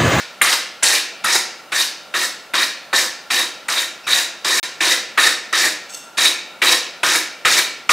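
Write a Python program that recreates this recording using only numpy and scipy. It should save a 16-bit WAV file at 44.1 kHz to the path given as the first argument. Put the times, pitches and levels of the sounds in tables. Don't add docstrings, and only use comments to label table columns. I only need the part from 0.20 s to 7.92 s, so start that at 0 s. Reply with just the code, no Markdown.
import sys
import numpy as np
from scipy import signal
from scipy.fft import rfft, irfft, next_fast_len
from scipy.io import wavfile

SR = 44100
rng = np.random.default_rng(int(sys.argv[2]) if len(sys.argv) > 2 else 0)


def wav_record(signal):
    frames = np.transpose(np.atleast_2d(signal))
    bounded = np.clip(frames, -1, 1)
    quanta = np.round(bounded * 32767).astype(np.int16)
    wavfile.write(sys.argv[1], SR, quanta)


def volts(x):
    e = np.asarray(x, float) / 20
    return 10 ** e


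N = 340452
LEAD = SR // 4
SIZE = next_fast_len(N + LEAD + SR)

# [freq_hz, level_db]
SCRAPE_COLOUR = [(290, -33.5), (500, -12.5), (584, -11.5), (1120, -6), (1210, -10.5), (1840, -1),
                 (3000, -8), (3500, -8.5), (4550, -16), (7700, -120)]
# [freq_hz, level_db]
FIZZ_COLOUR = [(2470, -54), (4200, 2), (4840, 0), (5330, 0.5), (8930, -5), (11900, -12.5), (14300, -15),
               (15300, -17.5), (16300, -33)]
# [freq_hz, level_db]
WOOD_COLOUR = [(18, -77), (30, -41), (136, -25.5), (348, 2), (404, -0.5), (426, -12), (508, 3), (581, -8),
               (750, -9.5), (980, -56), (1650, -120)]
# [pitch_hz, width_hz, level_db]
BAR_MODES = [(993, 55, -9.5), (1093, 44, -7), (1260, 79, -2.5), (1441, 13, -4.5), (1564, 20, -5),
             (1690, 32, -4.5), (1794, 78, 3), (1890, 130, 3.5), (2262, 97, -7.5), (2430, 620, -2.5)]
# [pitch_hz, width_hz, level_db]
RING_MODES = [(3690, 110, -5), (3785, 90, 0), (3870, 110, -1.5), (4050, 110, -9), (4450, 160, -11)]


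def brush():
    scrape, ring, fizz, wood, deep, main, upper, sheen = stroke_gains()
    coarse = slips(per_s=7000, spread_db=2.0, clump_db=-0.13, clump_rate=380)
    fine = slips(per_s=14000, spread_db=1.5, clump_db=1.5, clump_rate=210)

    body = volts(-4.0) * colour(scrape * coarse, SCRAPE_COLOUR)
    body += volts(-14.5) * wandering(scrape * fine * deep, BAR_MODES[:5], wander_db=3.5, rate=2.4)
    body += volts(-11.0) * wandering(scrape * fine * upper, BAR_MODES[8:], wander_db=-5.0, rate=33)

    steel = volts(-0.5) * wandering(ring * coarse, RING_MODES, wander_db=2.5, rate=150)
    steel += volts(-11) * wandering(scrape * fine * main, BAR_MODES[5:8], wander_db=3.5, rate=38)

    bristles = volts(-2.5) * colour(fizz * fine, FIZZ_COLOUR) + volts(-7.5) * pings(fizz)
    treble = signal.sosfilt(signal.butter(1, 8000, "high", fs=SR, output="sos"), bristles)
    tufts = patchy(body + bristles, patch_db=1.4, rate=35)
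    back = volts(-3.5 + 1.7 * drift(20)) * colour(wood * fine, WOOD_COLOUR)
    return tufts + (sheen - 1) * treble + back, steel


# [touch_s, time_on_bar_s, scrape_db, bite_at_touch_db, slow_start_of_fizz_db]
STROKES = [(-.2, .12, -19.5, 0, 6), (.213, 0.12, -15.5, 16.5, 10), (0.625, 0.13, -16.5, 9, 2),
           (1.039, 0.12, -17, -1, 13), (1.518, 0.094, -19.5, 2, 14.5), (1.939, 0.097, -21.5, 10.5, 5.5),
           (2.336, 0.096, -20.5, 15, 1), (2.729, 0.079, -16, 11.5, 13), (3.103, 0.1, -18, 7, -1.5),
           (3.483, 0.13, -21.5, 9, -1.5), (3.867, .12, -17, 0, 12), (4.245, .14, -19, 3.5, 4),
           (4.605, 0.12, -16.5, 7.5, 4), (4.975, 0.098, -15.5, 13.5, 0), (5.326, .13, -18, 3, 8),
           (5.971, 0.088, -16, -3.5, 8), (6.417, 0.11, -14, 8, 5), (6.831, 0.13, -18, 16.5, 5),
           (7.249, .14, -16.5, 9.5, 0.5), (7.692, 0.103, -13.5, 4.5, 6)]
# [ring_peak_after_touch_s, ring_swell_db, fizz_re_scrape_db, wood_re_scrape_db]
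VOICING = [(0.07, 0, -1.5, -24), (0.051, -6, -0.5, -20.5), (.09, 1, -0.5, -16), (0.08, 0, 1.5, -16),
           (0.086, 11, 3.5, -17.5), (0.024, 5, 0, -14), (0.051, 6.5, 0.5, -12), (0.037, 8, 2, -14.5),
           (0.09, 5, -1.5, -14), (0.1, 12, -2.5, -16), (0.064, 10, -3.5, -17.5), (0.078, 7.5, 0, -13),
           (0.11, 3, 0, -14.5), (0.062, 2, 1.5, -13.5), (0.052, 3, 1.5, -13), (0.098, 10, 1, -14.5),
           (0.059, 6.5, -3, -13.5), (0.044, -3, 0.5, -12), (0.013, 6, -0.5, -13.5), (.07, 6.5, 3.5, -16)]
# [last_bristles_flick_off_db, steady_ring_db, time_to_load_bristles_ms]
GRIP = [(-1, 2.5, 4), (4, -4, 3), (2, -1, 5.9), (5, -1.5, 2.3), (0, 0, 3), (3, -0.5, 2.5), (2.5, 2.5, 2.8),
        (-3.5, -3, 3), (0, 2.5, 4.6), (2, 1.5, 2.7), (1.5, 2, 14), (2, 1, 3.2), (3, 1.5, 4), (2, 3, 5),
        (3, 1.5, 2.2), (1, 2, 11), (2, 0.5, 3), (4, 1, 5), (5, 0, 4.6), (2, 0, 6)]
# [deep_notes_db, main_notes_db, upper_notes_db, top_sheen_db]
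BEARING = [(-1, 0, 2, 3), (-1, -10, -11, -1), (-20, -1.5, 3, 2), (-10, -0.5, 3.5, -2), (-3, 2, 1, 2),
           (-15, 3, -6, 2), (-3, 4, 6, -0.5), (0, -2.5, -19, 1.5), (-5.5, 2, 3.5, 2.5), (-7, -1, 1, 3.5),
           (-6, -1, 0.5, 6), (-3, 2.5, 1.5, 1.5), (-8.5, -5, -1, -0.5), (-5, 4, 1.5, -1.5),
           (-15, 4.5, 3, -0.5), (-12, 0.5, 6.5, 2.5), (-9, -1, 0, 4), (-5, 0.5, 6.5, 2), (-21, 0, 3, 1.5),
           (9, -2, 10, 1)]


def stroke_gains():
    t = np.arange(-LEAD, N) / SR
    now = np.maximum(np.searchsorted(np.array(STROKES)[:, 0], t) - 1, 0)
    columns = np.column_stack([STROKES, VOICING, GRIP, BEARING])[now].T
    touch, length, level_db, bite_db, slow_db = columns[:5]
    sing_s, swell_db, fizz_db, wood_db = columns[5:9]
    flick_db, ring_db, load_ms = columns[9:12]
    bearing_db = columns[12:]

    age = t - touch
    off = np.maximum(age - length, 0)
    knee_s = 0.068
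    lifted = np.minimum(off / knee_s, 1)
    flick = flick_db * np.exp(-((age - length) / 0.012) ** 2)
    swell = swell_db * np.exp(-((age - sing_s) / 0.016) ** 2)

    load = level_db - 8.5 * np.maximum(1 - 1000 * age / load_ms, 0)
    load += flick + 0.067 * swell
    load -= 260 * off + 146 * np.maximum(off - knee_s, 0)
    bite = bite_db * np.exp(-age / 0.013)
    ring = -4.5 + ring_db + swell + 10 * lifted
    fizz = fizz_db + 0.23 * flick - slow_db * np.exp(-age / 0.033)
    wood = wood_db + 0.69 * bite + 8.5 * lifted
    gains = volts(load + np.array([bite, ring, fizz, wood])) * (age >= 0)
    return *gains, *volts(bearing_db)


def pings(gain):
    snaps = gain * slips(per_s=410, spread_db=-4.0, clump_db=5.5, clump_rate=15)
    dealt = rng.integers(0, 10, N + LEAD)
    out = 0
    for k, hz in enumerate(np.geomspace(4300, 12500, num=10)):
        level_db = -7.0 * np.log2(hz / 4300)
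        out = out + volts(level_db) * resonate(snaps * (dealt == k), [(hz, hz * 0.057, level_db)])
    return out


# [start_s, knock_peak_db, knock_pitch_hz, ping_re_knock_db, ping_pitch_hz]
LANDINGS = [(0.217, -5.5, 1370, 7, 9000), (0.631, -11, 1597, 15.5, 7400), (1.044, -4.5, 1360, -2, 9000),
            (1.523, -10.5, 1520, -6, 8100), (1.941, -8, 1350, -18, 8300), (2.34, -7, 1250, -19, 6560),
            (2.736, -21, 1574, -9, 6850), (3.101, -19, 1230, -7.5, 7110), (3.483, -12.5, 1300, -1, 7110),
            (3.87, -13, 1250, -6, 7700), (3.908, -14, 1470, 3.5, 6890), (4.25, -12, 1040, -15, 6700),
            (4.611, -10.5, 1180, -5, 6610), (4.974, -5, 1400, -26, 6600), (5.327, -6.5, 1250, -14, 7970),
            (5.978, -12.5, 1310, 3, 8110), (6.42, -7, 1210, -20, 6730), (6.832, -5, 1450, -6.5, 8100),
            (7.252, 0, 1440, -9.5, 6690), (7.699, -4, 1260, -2, 7050)]


def landings():
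    length = 4000
    out, t = np.zeros(N + LEAD + length), np.arange(length) / SR
    noises = rng.standard_normal((len(LANDINGS), length))
    for (s, knock_db, knock_hz, ping_db, ping_hz), noise in zip(LANDINGS, noises):
        knock_modes = [(knock_hz, 180, 0), (knock_hz * 0.844, 150, -3)]
        ping_modes = [(ping_hz, 400, 0), (ping_hz * 1.14, 400, -1.5),
                      (ping_hz * 1.3, 500, -3), (ping_hz * .8, 400, -4)]
        knock = volts(-9) * resonate(noise * np.exp(-t / 0.031), knock_modes)
        ping = volts(ping_db - 9) * resonate(noise * np.exp(-t / 0.011), ping_modes)
        thump_db = -21 + 0.29 * ping_db - 5
        thump = volts(thump_db) * resonate(noise * np.exp(-t / 0.019), [(110, 370, 0)])
        at = LEAD + round(s * SR)
        out[at:at + length] += volts(knock_db) * (knock + ping + thump)
    return out[:N + LEAD]


# [time_s, level_db]
JINGLE = [
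    (5.69, -42),
    (5.696, -27.5),
    (5.718, -36),
    (5.728, -33),
    (5.747, -22),
    (5.765, -35),
    (5.87, -45),
    (5.88, -50),
]
# [pitch_hz, width_hz, level_db]
JINGLE_MODES = [(2730, 130, -2), (3580, 200, -4), (4430, 260, -7), (5370, 99, -1), (6410, 200, -1),
                (7220, 40, -4), (7470, 140, -2), (7950, 140, -1), (8640, 60, -4), (9570, 60, -12),
                (10700, 300, -19), (12250, 90, -15), (13600, 90, -22), (14800, 50, -17)]
# [time_s, level_db]
CLINK = [
    (3.834, -50),
    (3.84, -36),
    (3.856, -38),
]
# [pitch_hz, width_hz, level_db]
CLINK_MODES = [(2600, 70, 0), (5460, 110, -4.5), (4500, 120, -9)]


def jingle():
    shake, = pressure([JINGLE], release_db_s=318)
    clink, = pressure([CLINK], release_db_s=500)
    taps = slips(per_s=5000, spread_db=3.0, clump_db=.6, clump_rate=40)
    modes = [(hz, width, top_db + 10 * np.log10(width / 100)) for hz, width, top_db in JINGLE_MODES]
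    start, end = LEAD + int(5.6 * SR), LEAD + 6 * SR
    out = volts(-6) * colour(shake * taps, FIZZ_COLOUR)
    out[start:end] += wandering((shake * taps)[start:end], modes, wander_db=1.5, rate=25)
    return volts(-12.5) * out + resonate(clink * taps, CLINK_MODES)


def smithy(near, sent, tail_db):
    place = 2 * np.pi * 1.7 * np.arange(len(sent)) / SR

    def tail(x):
        return volts(tail_db) * signal.fftconvolve(x, dying_noise())[:len(sent)]

    here = tail(sent * np.cos(place))
    there = tail(sent * np.sin(place))
    side = tail(sent)
    bounce = np.pad(near, (round(.004 * SR), 0))[:len(near)]
    return stereo(near + here + there, side + volts(-7.0) * bounce)


# [freq_hz, time_to_fall_60_db_s]
SMITHY_DECAY = [(150, 0.32), (400, 0.66), (1000, 0.45), (2800, 0.72), (6000, 0.47), (10000, 0.27),
                (15000, 0.22)]


def dying_noise():
    t, edges, out = np.arange(SR) / SR, 40 * 2 ** np.arange(0, 9, 1 / 3), 0
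    white = rng.standard_normal((2, SR))
    for k, (low, high) in enumerate(zip(edges, edges[1:])):
        decay = volts(-60 * t / at_hz(SMITHY_DECAY, np.sqrt(low * high)))
        decay = decay * np.minimum(t / 0.022, 1)
        band = signal.sosfilt(signal.butter(2, [low, high], "band", fs=SR, output="sos"), white[k % 2])
        out = out + band * decay / np.linalg.norm(decay)
    return out


# [freq_hz, side_re_mid_db]
SIDE_LEVEL = [(30, -9), (80, -16), (250, -18.5), (1000, -31), (2000, -25), (4000, -15), (8000, -14.5),
              (12500, -12.5), (14000, -33)]


def stereo(mid, side):
    gain = volts(at_hz(SIDE_LEVEL, np.fft.rfftfreq(SIZE, 1 / SR)))
    side = irfft(rfft(side, SIZE) * gain, SIZE)[:len(mid)]
    return np.array([mid + side, mid - side])


# [freq_hz, level_db]
BLOWER_COLOUR = [(18, -31), (30, -18), (95, -24.5), (179, -10), (394, -9.5), (554, -4.5), (702, -4.5),
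                 (1350, -12), (1590, -11), (2830, -17), (3310, -18), (7670, -25), (16000, -32)]
# [pitch_hz, width_hz, level_re_air_db]
BLOWER_MODES = [(1379, 53, -3.5), (2750, 110, -12.5)]


def blower(level_db):
    air = []
    for noise in rng.standard_normal((2, N + LEAD)):
        whistle = sum(volts(m[2]) * resonate(noise[::-1], [m]) for m in BLOWER_MODES)
        air.append(colour(noise, BLOWER_COLOUR) + whistle)
    return volts(level_db) * stereo(air[0], volts(7.5) * air[1])


def slips(per_s, spread_db, clump_db, clump_rate):
    sizes = volts(spread_db * np.minimum(rng.exponential(1, N + LEAD), 5)) * rng.choice([-1, 1], N + LEAD)
    happens = rng.random(N + LEAD) < per_s / SR
    return rms_one(sizes * happens * volts(clump_db * drift(clump_rate)))


def pressure(tables, release_db_s):
    t = np.arange(-LEAD, N) / SR
    level = np.full((len(tables[0][0]) - 1, N + LEAD), -200.)
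    for rows in tables:
        s, *columns = np.transpose(rows)
        on = t >= s[0]
        level[:, on] = [np.interp(t[on], s, c) for c in columns]
        level[0, on] -= release_db_s * np.maximum(t[on] - s[-1], 0)
    level[1:] += level[0]
    return volts(level)


def patchy(x, patch_db, rate):
    out, rest = 0, x
    for hz in 800 * 2 ** np.arange(0, 4.1, .6):
        low = signal.sosfilt(signal.butter(2, hz, fs=SR, output="sos"), rest)
        out = out + low * volts(patch_db * drift(rate))
        rest = rest - low
    return out + rest


def wandering(x, modes, wander_db, rate):
    out = 0
    for k, mode in enumerate(modes):
        gain = volts(mode[2] + wander_db * drift(rate)[:len(x)])
        out = out + (-1) ** k * gain * resonate(x, [mode])
    return out


def resonate(x, modes):
    out, power = 0, 0
    for k, (hz, width, level_db) in enumerate(modes):
        r = np.exp(-np.pi * width / SR)
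        b = (1 - r * r) / 2 * np.array([1, 0, -1])
        a = [1, -2 * r * np.cos(2 * np.pi * hz / SR), r * r]
        out = out + (-1) ** k * volts(level_db) * signal.lfilter(b, a, x + 1e-18)
        power += volts(level_db) ** 2 * np.pi * width / SR
    return out / np.sqrt(power)


def colour(x, spectrum):
    cepstrum = irfft(np.log(volts(at_hz(spectrum, np.fft.rfftfreq(4096, 1 / SR)))))
    cepstrum[1:2048] *= 2
    cepstrum[2049:] = 0
    taps = irfft(np.exp(rfft(cepstrum)))
    return signal.oaconvolve(x, taps / np.linalg.norm(taps))[:len(x)]


def drift(rate):
    r = np.exp(-32 * np.pi * rate / SR)
    slow = signal.lfilter([1], [1, -2 * r, r * r], rng.standard_normal((N + LEAD) // 16 + 2))
    return np.interp(np.arange(N + LEAD) / 16, np.arange(len(slow)), rms_one(slow))


def at_hz(points, hz):
    table_hz, values = np.array(points).T
    return np.interp(np.log(hz + 1), np.log(table_hz), values)


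def rms_one(x):
    return x / np.sqrt(np.mean(x ** 2) + 1e-20)


def scene():
    scrape, steel = brush()
    rest = scrape + landings() + jingle()
    sent = rest + volts(-8) * steel
    room = smithy(rest + steel, sent, tail_db=-4.0)
    return (room + blower(level_db=-42))[:, LEAD:]


def band_limit(x):
    return signal.sosfilt(signal.butter(12, 16450, fs=SR, output="sos"), x)


def record(dry):
    t = np.arange(N) / SR
    live = (t < 4.3985) | (t > 4.4292)
    bass_cut = signal.butter(2, 55, "high", fs=SR, output="sos")
    top_cut = signal.ellip(12, .3, 45, 15750, fs=SR, output="sos")
    rounded = 1.019 * np.tanh(dry / 1.203)
    x = signal.sosfilt(bass_cut, rounded) * live
    mix = signal.sosfilt(top_cut, x)
    return band_limit(mix)


dry = scene()
out = record(dry)
wav_record(out)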